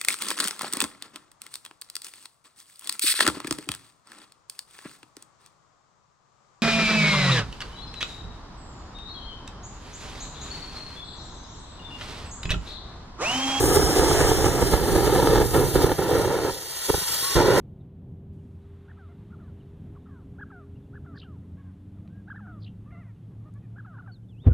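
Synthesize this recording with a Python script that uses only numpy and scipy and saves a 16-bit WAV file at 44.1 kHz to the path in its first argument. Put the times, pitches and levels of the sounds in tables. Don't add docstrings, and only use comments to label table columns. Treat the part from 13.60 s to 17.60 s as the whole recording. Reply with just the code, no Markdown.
import sys
import numpy as np
from scipy import signal
from scipy.fft import rfft, irfft
from scipy.io import wavfile
from scipy.ndimage import uniform_filter1d, map_coordinates

SR = 44100
rng = np.random.default_rng(int(sys.argv[2]) if len(sys.argv) > 2 else 0)


def wav_record(signal):
    frames = np.transpose(np.atleast_2d(signal))
    bounded = np.clip(frames, -1, 1)
    quanta = np.round(bounded * 32767).astype(np.int16)
    wavfile.write(sys.argv[1], SR, quanta)


N = 176400
T, HZ = np.arange(N) / SR, np.fft.rfftfreq(N, 1 / SR)

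# time in seconds, roar in dB, rumble in dB.
BURN = [(0, -24, -22), (.08, -20, -24), (.25, -21.5, -23.5), (.35, -22, -29.5), (.46, -21, -26.5),
        (.6, -23.5, -23.5), (.71, -23, -29), (.76, -28, -24.5), (.86, -20, -22.5), (.92, -25.5, -24),
        (.99, -23.5, -26), (1.07, -26, -25), (1.2, -24.5, -26), (1.35, -21, -22), (1.58, -20, -25.5),
        (1.825, -19.5, -20.5), (1.87, -31.5, -25), (1.925, -31.5, -28.5), (1.943, -19, -21.5),
        (2.03, -20.5, -22), (2.115, -32.5, -29), (2.143, -31, -24), (2.157, -20, -19), (2.21, -22, -27),
        (2.32, -22.5, -30), (2.34, -35, -36), (2.375, -42, -36), (2.386, -22, -27.5), (2.47, -24.5, -39),
        (2.54, -19, -26.5), (2.67, -26, -29.5), (2.72, -21, -36), (2.81, -27.5, -32), (2.9, -24, -39),
        (2.92, -38, -37), (3.0, -43, -48), (3.25, -70, -65), (3.5, -62, -48), (3.746, -41.5, -48),
        (3.757, -17.5, -13), (3.81, -15.5, -27), (3.84, -20.5, -24), (3.88, -15, -29), (4, -16, -28)]
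# collapse time in seconds, roar and thump in relative dB,
# build-up in seconds, snap's share of the energy 0-1.
FLARES = [(.171, -11.5, -13, .018, 0.12), (0.22, -32, -25, 0.0032, 0.4), (0.396, -13.5, -13.5, 0.015, .2),
          (.417, -22.5, -32, 0.012, 0), (0.515, -14.5, -17, 0.0092, 0), (0.612, -16, -31, 0.0082, 0.06),
          (.694, -20, -17, 0.009, 0.14), (0.717, -14.5, -10.5, 0.009, 0.2), (.844, -19, -21, 0.0041, 0.4),
          (.866, -17, -9, 0.0061, 0.34), (1.026, -17, -10, 0.0093, 0.35), (1.14, -13, -6.5, 0.0092, 0),
          (1.361, -15.5, -21, 0.0063, 0.4), (1.387, -16, -21, 0.018, 0.13), (1.477, -15, -22, 0.011, 0.4),
          (1.562, -15.5, -28, 0.0038, 0.03), (1.601, -25.5, -27, 0.0056, .3),
          (1.673, -13.5, -30, 0.0039, 0.8), (1.713, -23, -25, 0.0052, 0.6), (1.735, -15, -10, 0.0083, 0.2),
          (1.759, -16, -27, .002, 0.54), (1.782, -19, -25, 0.0054, 0.4), (1.817, -14, -18, 0.0075, 0.02),
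          (1.947, -16.5, -19, 0.0044, 0.03), (1.976, -20, -29, 0.0061, 0.03), (2.014, -19, -32, 0.0076, 0),
          (2.159, -14, -13, 0.0042, 0.03), (2.219, -22, -29, 0.0023, 0), (2.244, -13, -6, 0.013, 0.1),
          (2.295, -21, -24, 0.0035, 0.3), (2.319, -20.5, -23, 0.0062, .3),
          (2.389, -21.5, -17, 0.0033, 0.23), (2.518, -22, -26, 0.0037, 0), (2.655, -23.5, -32, 0.0025, 0.1),
          (2.9, -32, -27, 0.0065, 0.03), (3.3, -14, -17, 0.0055, 0.2), (3.344, -19.5, -16.5, 0.0056, 0.2),
          (3.377, -31, -23, 0.006, 0), (3.421, -39, -26.5, 0.0046, 0.1), (3.502, -41, -31, .005, 0),
          (3.625, -30.5, -30, 0.0018, 0.3), (3.759, -21, -16, 0.0039, .2), (3.766, -17, -9.5, 0.0029, 0.1),
          (3.79, -17, -18, 0.0066, 0.4), (3.82, -16.5, -22, 0.0039, 0.3), (3.995, -24, -24, 0.0064, 0.24)]
# frequency in Hz, relative level in dB.
ROAR_SPECTRUM = [(30, -23), (110, -9), (220, -1.5), (300, 1.5), (430, 0.8), (600, -6), (850, -9),
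                 (1300, -14.5), (1800, -19), (2400, -27.5), (3500, -27.5), (6000, -36.5), (15000, -45)]
RUMBLE_SPECTRUM = [(10, -16), (24, -7), (42, 0.5), (85, -.5), (120, -2.5), (170, -2), (260, -16.5),
                   (600, -31), (3000, -64)]
# frequency in Hz, then, by table,
# left phase lead in radians, left minus right in dB, or left-right likeness 0-1.
LEAD_RAD = [(30, -.5), (120, -.2), (400, 0), (1900, -.05), (2450, -3.1), (2700, -2.6), (3200, -.2),
            (4000, -.3), (4850, -3.1), (5400, -3.1), (5900, 0), (6500, .3), (7100, -2.7), (8100, -3.1),
            (9200, -.2), (10000, 2.5), (11000, 2.3), (12900, 2), (14400, -1), (15500, -4.5)]
BALANCE_DB = [(25, 1), (60, 1.5), (150, -3.5), (500, -.5), (2300, -0.5), (3300, -2), (4400, 2.5),
              (5800, -2), (7200, -2), (8200, 0.5), (9500, 1.5), (11500, 4), (13200, -1.5), (15500, 9)]
LIKENESS = [(50, 0.8), (500, 0.99), (1100, 1), (1750, 1), (2150, .15), (2450, 1), (2850, 0), (3600, 1),
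            (4000, 0.7), (4450, 0.78), (5050, 1), (5650, 0.86), (6200, 0.86), (6750, 0.2), (7400, 0.77),
            (8000, 1), (8700, 0.64), (9300, 0.6), (10500, 0.71), (11300, 0.17), (12200, 0), (13200, .5),
            (15000, 0.8)]


def flame():
    # time in seconds, echo gain.
    echo_gain = [(0, 0.68), (1.3, 0.53), (2.4, 0.51), (3.2, .85), (3.7, 0.47), (3.85, 0.76)]
    # time in seconds, delay factor.
    echo_path = [(0, 1.05), (1.2, 1.06), (1.8, 1.05), (2.6, 1.02), (3.3, 1), (4, 1)]
    fire = spread(roar(), roar(), LIKENESS) + plume_size(flares() + rumble())
    echoed = np.array([ground(x, curve(echo_gain)[0], curve(echo_path)[0]) for x in fire])
    return scatter(echoed) + spread(rasp(), rasp(), LIKENESS)


def roar(collapses_per_s=1800, pop_share=0.42):
    pops = -rng.exponential(1, N) * (rng.random(N) < collapses_per_s / SR)
    churn = rng.standard_normal(N)
    drive = np.sqrt(pop_share) * unit_rms(pops - pops.mean()) + np.sqrt(1 - pop_share) * churn
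    drive = unit_rms(drive * eddies(low_hz=2, high_hz=43.7, depth_db=1.25)) * amp(curve(BURN)[0])
    return signal.oaconvolve(drive, pulse(ROAR_SPECTRUM))[:N]


def flares(release_s=0.0037, roar_trim_db=-1.2, thump_trim_db=-5.5):
    out, lead_in = np.zeros(N), SR // 20
    t = np.arange(-lead_in, lead_in) / SR
    pulses = pulse(ROAR_SPECTRUM) * amp(roar_trim_db), pulse(RUMBLE_SPECTRUM) * amp(thump_trim_db)
    for collapse_s, roar_db, thump_db, build_s, snap in FLARES:
        swell = np.exp(np.minimum(t / build_s, -t / release_s))
        for wave, db in zip(pulses, (roar_db, thump_db)):
            churn = signal.fftconvolve(swell * rng.standard_normal(len(t)), wave)
            burst = np.sqrt(1 - snap) * churn * np.linalg.norm(wave) / np.linalg.norm(churn)
            add(burst, lead_in / SR, -np.sqrt(snap) * wave)
            add(out, collapse_s - lead_in / SR, burst * amp(db) * np.sqrt(SR / 100))
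    return out


def rumble():
    heave = rng.standard_normal(N) + 0.6 * rng.standard_normal((2, N))
    drive = unit_rms(heave * eddies(low_hz=8.7, high_hz=35, depth_db=0.5)) * amp(curve(BURN)[1])
    return signal.oaconvolve(drive, pulse(RUMBLE_SPECTRUM)[None], axes=1)[:, :N]


def plume_size(pair, corner_hz=58.5):
    # time in seconds, bass gain in dB.
    bass_db = [(0, -1), (.7, 4), (1.3, -1), (1.9, -1), (2.25, -7), (2.55, -10), (3.0, -7), (3.5, -5),
               (3.8, -6), (4, -9)]
    bass = irfft(rfft(pair) / (1 + (HZ / corner_hz) ** 6), N)
    return pair + bass * (amp(curve(bass_db)[0]) - 1)


def rasp(echo_s=0.002935, climb_s_per_s=0.003, echo_gain=0.64):
    # frequency in Hz, relative level in dB.
    spectrum = [(100, -41), (450, 4), (700, 4.5), (1200, -7.5), (1800, -2.5), (2600, -12.5), (4000, -20),
                (8000, -42), (15000, -35)]
    # time in seconds, level in dB.
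    level_db = [(0, -41), (.25, -36), (.38, -30.5), (.5, -35), (.61, -22), (.7, -36), (.8, -31),
                (1.2, -37.5), (1.6, -48), (2.55, -38.5), (2.9, -34.5), (2.93, -51), (3.745, -65),
                (3.76, -30), (4, -31)]
    drive = rng.standard_normal(N) * eddies(low_hz=20, high_hz=121, depth_db=3)
    tear = signal.oaconvolve(drive, pulse(spectrum))[:N]
    late = np.interp(T - echo_s - climb_s_per_s * T, T, tear)
    return unit_rms(tear + echo_gain * late) * amp(curve(level_db)[0])


def nozzle(open_db=2.3, throttled_db=1.33):
    # time in seconds, relative hiss level in dB.
    flow_db = [(0, -30.5), (0.16, -29), (0.24, -30.5), (0.55, -27), (0.85, -31), (0.95, -33), (1.12, -31.5),
               (1.22, -34), (1.35, -31.5), (1.75, -31), (1.85, -36), (2.23, -32), (2.28, -36.5),
               (2.45, -36.5), (2.58, -32), (2.7, -36), (3.05, -35.5), (3.27, -30), (3.45, -28),
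               (3.62, -26.5), (3.73, -26), (3.8, -29), (4.0, -29.5)]
    # time in seconds, open jet's share of the power 0-1.
    opening = [(0, 1), (.8, 0.87), (1.3, 0.07), (2.2, 0), (3.0, 0.08), (4, 0)]
    # frequency in Hz, relative level in dB.
    open_spectrum = [(100, -10), (700, 1), (1500, -2.5), (2200, -10), (3000, -2), (4100, -7.5), (4700, -4),
                     (5350, 4), (5900, -5), (6500, -2), (7800, -5.5), (9300, -4), (10700, -7), (12200, -8),
                     (14200, -9.5), (15500, -15)]
    throttled_spectrum = [(20, -6), (80, -3), (180, -8), (400, -12.5), (800, -8.5), (1900, -1.5),
                          (2500, -5.5), (3200, -0.5), (4200, 1.5), (5200, 3), (5900, -1.5), (6700, -1.5),
                          (7500, 2), (8700, 0), (9500, -3.5), (10700, 1.5), (12200, -4), (13400, -5.5),
                          (14300, -5), (15500, -6)]
    open_lead_rad = [(30, 0), (1500, 0), (2000, -1.4), (2400, -3.1), (2850, -3.1), (3400, 0), (3850, 0),
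                     (4350, -3.1), (5550, -3.1), (6100, -6.3), (7060, -6.2), (7600, -4.3), (8300, -4.8),
                     (9390, -6.8), (10200, -3.3), (12100, -2.8), (13700, -4.2), (15000, -9)]
    open_balance_db = [(500, 1), (3000, -3), (4400, -1), (5300, -1.5), (5800, -3), (7200, -3), (8000, 7),
                       (9700, 10), (10800, 5), (12000, 3.5), (15500, 5)]
    open_likeness = [(50, 0.2), (1200, 0.97), (1950, 0.5), (2500, 1), (2950, 1), (3500, 0.3), (4000, 0.5),
                     (4800, 1), (5350, 1), (5850, .3), (6400, .98), (6800, .98), (7300, 0.3), (8000, 0.7),
                     (9800, 0.16), (11300, 0.74), (15000, 0)]
    wide = hiss(open_spectrum, open_lead_rad, open_balance_db, open_likeness, echo_gain=0.14)
    narrow = hiss(throttled_spectrum, LEAD_RAD, BALANCE_DB, LIKENESS, echo_gain=0.44)
    share = np.clip(curve(opening)[0], 0, 1)
    gas = amp(open_db) * np.sqrt(share) * wide + amp(throttled_db) * np.sqrt(1 - share) * narrow
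    gas = treble_drift(shimmer(gas))
    return gas * amp(curve(flow_db)[0]) * spurts() * eddies(low_hz=1.9, high_hz=25.5, depth_db=0.87)


def hiss(spectrum, lead_rad, balance_db, likeness, echo_gain):
    a, b = (swing(ground(rng.standard_normal(N), echo_gain)) for _ in range(2))
    gas = irfft(rfft(spread(a, b, likeness)) * amp(at_hz(spectrum, HZ)), N)
    return unit_rms(stereo_image(gas, lead_rad, balance_db))


def shimmer(pair, depth_db=1.22):
    bands = signal.stft(pair, nperseg=512, noverlap=384)[2]
    patches = uniform_filter1d(rng.standard_normal(bands.shape[1:]), size=4, axis=0)
    patches = uniform_filter1d(patches, size=45, axis=1)
    return signal.istft(bands * amp(depth_db * unit_rms(patches)), nperseg=512, noverlap=384)[1][:, :N]


def treble_drift(pair, corner_hz=7360):
    # time in seconds, treble gain in dB.
    treble_db = [(0, 5.5), (.5, -2), (1.3, 1.5), (1.78, -2.5), (1.85, 6), (2.2, 1), (2.55, -0.5),
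                 (2.75, -3), (3.3, 0.5), (3.68, 0.5), (3.8, -9.5), (4, -3)]
    treble = irfft(rfft(pair) / (1 + (corner_hz / (HZ + 1)) ** 6), N)
    return pair + treble * (amp(curve(treble_db)[0]) - 1)


def spurts(strength=1.65, width_s=0.014):
    gain = np.ones(N)
    for collapse_s, roar_db, _, build_s, _ in FLARES:
        widths_away = np.minimum(abs(T - collapse_s + build_s) / width_s, 10)
        gain += strength * amp(roar_db) * np.exp(-widths_away ** 2)
    return gain


def whistle():
    # time in seconds, pitch in Hz, level in dB.
    contour = [(3.625, 1090, -48), (3.638, 1083, -37), (3.655, 1079, -36), (3.665, 1118, -37.5),
               (3.72, 1107, -38.5), (3.74, 1113, -39), (3.755, 1095, -56)]
    hz, db = curve(contour)
    cycles = np.cumsum(hz * eddies(low_hz=20, high_hz=120, depth_db=0.04)) / SR
    sounding = (T > contour[0][0]) & (T < contour[-1][0])
    return np.sqrt(2) * np.sin(2 * np.pi * cycles) * amp(db) * sounding


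def whine(hz=14000, rms_db=-61):
    return np.sqrt(2) * amp(rms_db) * np.sin(2 * np.pi * hz * T)


def ground(x, echo_gain, path_factor=1):
    # time in seconds, base delay in seconds.
    delay_s = [(0, .00228), (2, .00218), (3.3, .00215), (4, .00211)]
    late = map_coordinates(x, [(T - path_factor * curve(delay_s)[0]) * SR], order=3)
    return (x + echo_gain * late) / np.sqrt(1 + echo_gain ** 2)


def swing(x, echo_gain=0.07):
    # time in seconds, delay in seconds.
    delay_s = [(0, .0012), (.8, .0017), (2, .0015), (3.1, .00204), (3.7, .00203), (4, .0019)]
    return x + echo_gain * map_coordinates(x, [(T - curve(delay_s)[0]) * SR], order=3)


def scatter(pair, level_db=-20, t60_s=0.15, taps_per_s=2000):
    t = np.arange(SR // 4) / SR
    taps = rng.standard_normal((2, len(t))) * (rng.random((2, len(t))) < taps_per_s / SR)
    taps *= (t > 0.004) * amp(-60 * t / t60_s)
    taps /= np.linalg.norm(taps, axis=1, keepdims=True)
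    return pair + amp(level_db) * signal.oaconvolve(pair, taps, axes=1)[:, :N]


def stereo_image(pair, lead_rad, balance_db):
    side = np.array([[0.5], [-0.5]])
    response = amp(side * at_hz(balance_db, HZ)) * np.exp(1j * side * at_hz(lead_rad, HZ))
    return irfft(rfft(pair) * response, N)


def spread(a, b, likeness):
    same = np.clip(at_hz(likeness, HZ), 0, 1)
    mid, side = rfft(a) * np.sqrt((1 + same) / 2), rfft(b) * np.sqrt((1 - same) / 2)
    return irfft(np.array([mid + side, mid - side]), N)


def eddies(low_hz, high_hz, depth_db):
    band = HZ / (HZ + low_hz) / np.sqrt(1 + (HZ / high_hz) ** 4)
    return amp(depth_db * unit_rms(irfft(rfft(rng.standard_normal(N)) * band, N)))


def pulse(spectrum, size=4096):
    log_gain = np.log(amp(at_hz(spectrum, abs(np.fft.fftfreq(size, 1 / SR)))))
    wave = np.fft.ifft(np.exp(np.conj(signal.hilbert(log_gain)))).real[:size // 2]
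    return wave / np.linalg.norm(wave)


def curve(rows):
    times_s, *columns = np.transpose(rows)
    return [np.interp(T, times_s, column) for column in columns]


def at_hz(rows, hz):
    knots_hz, values = np.transpose(rows)
    return np.interp(np.log(hz + 1), np.log(knots_hz + 1), values)


def add(mix, start_s, sound):
    part = mix[max(round(start_s * SR), 0):][:len(sound)]
    part += sound[:len(part)]


def amp(db):
    return 10 ** (np.asarray(db) / 20)


def unit_rms(x):
    return x / np.sqrt(np.mean(x ** 2) + 1e-20)


def scene():
    return stereo_image(flame(), LEAD_RAD, BALANCE_DB) + nozzle() + whistle() + whine()


def record(dry, left_highpass_hz=141, edge_hz=15550):
    left = signal.lfilter(*signal.butter(1, left_highpass_hz, "high", fs=SR), dry[0])
    lowpass = signal.firwin(1023, edge_hz, window=("kaiser", 9), fs=SR)
    return signal.oaconvolve(np.array([left, dry[1]]), lowpass[None], "same")


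dry = scene()
out = record(dry)
wav_record(out)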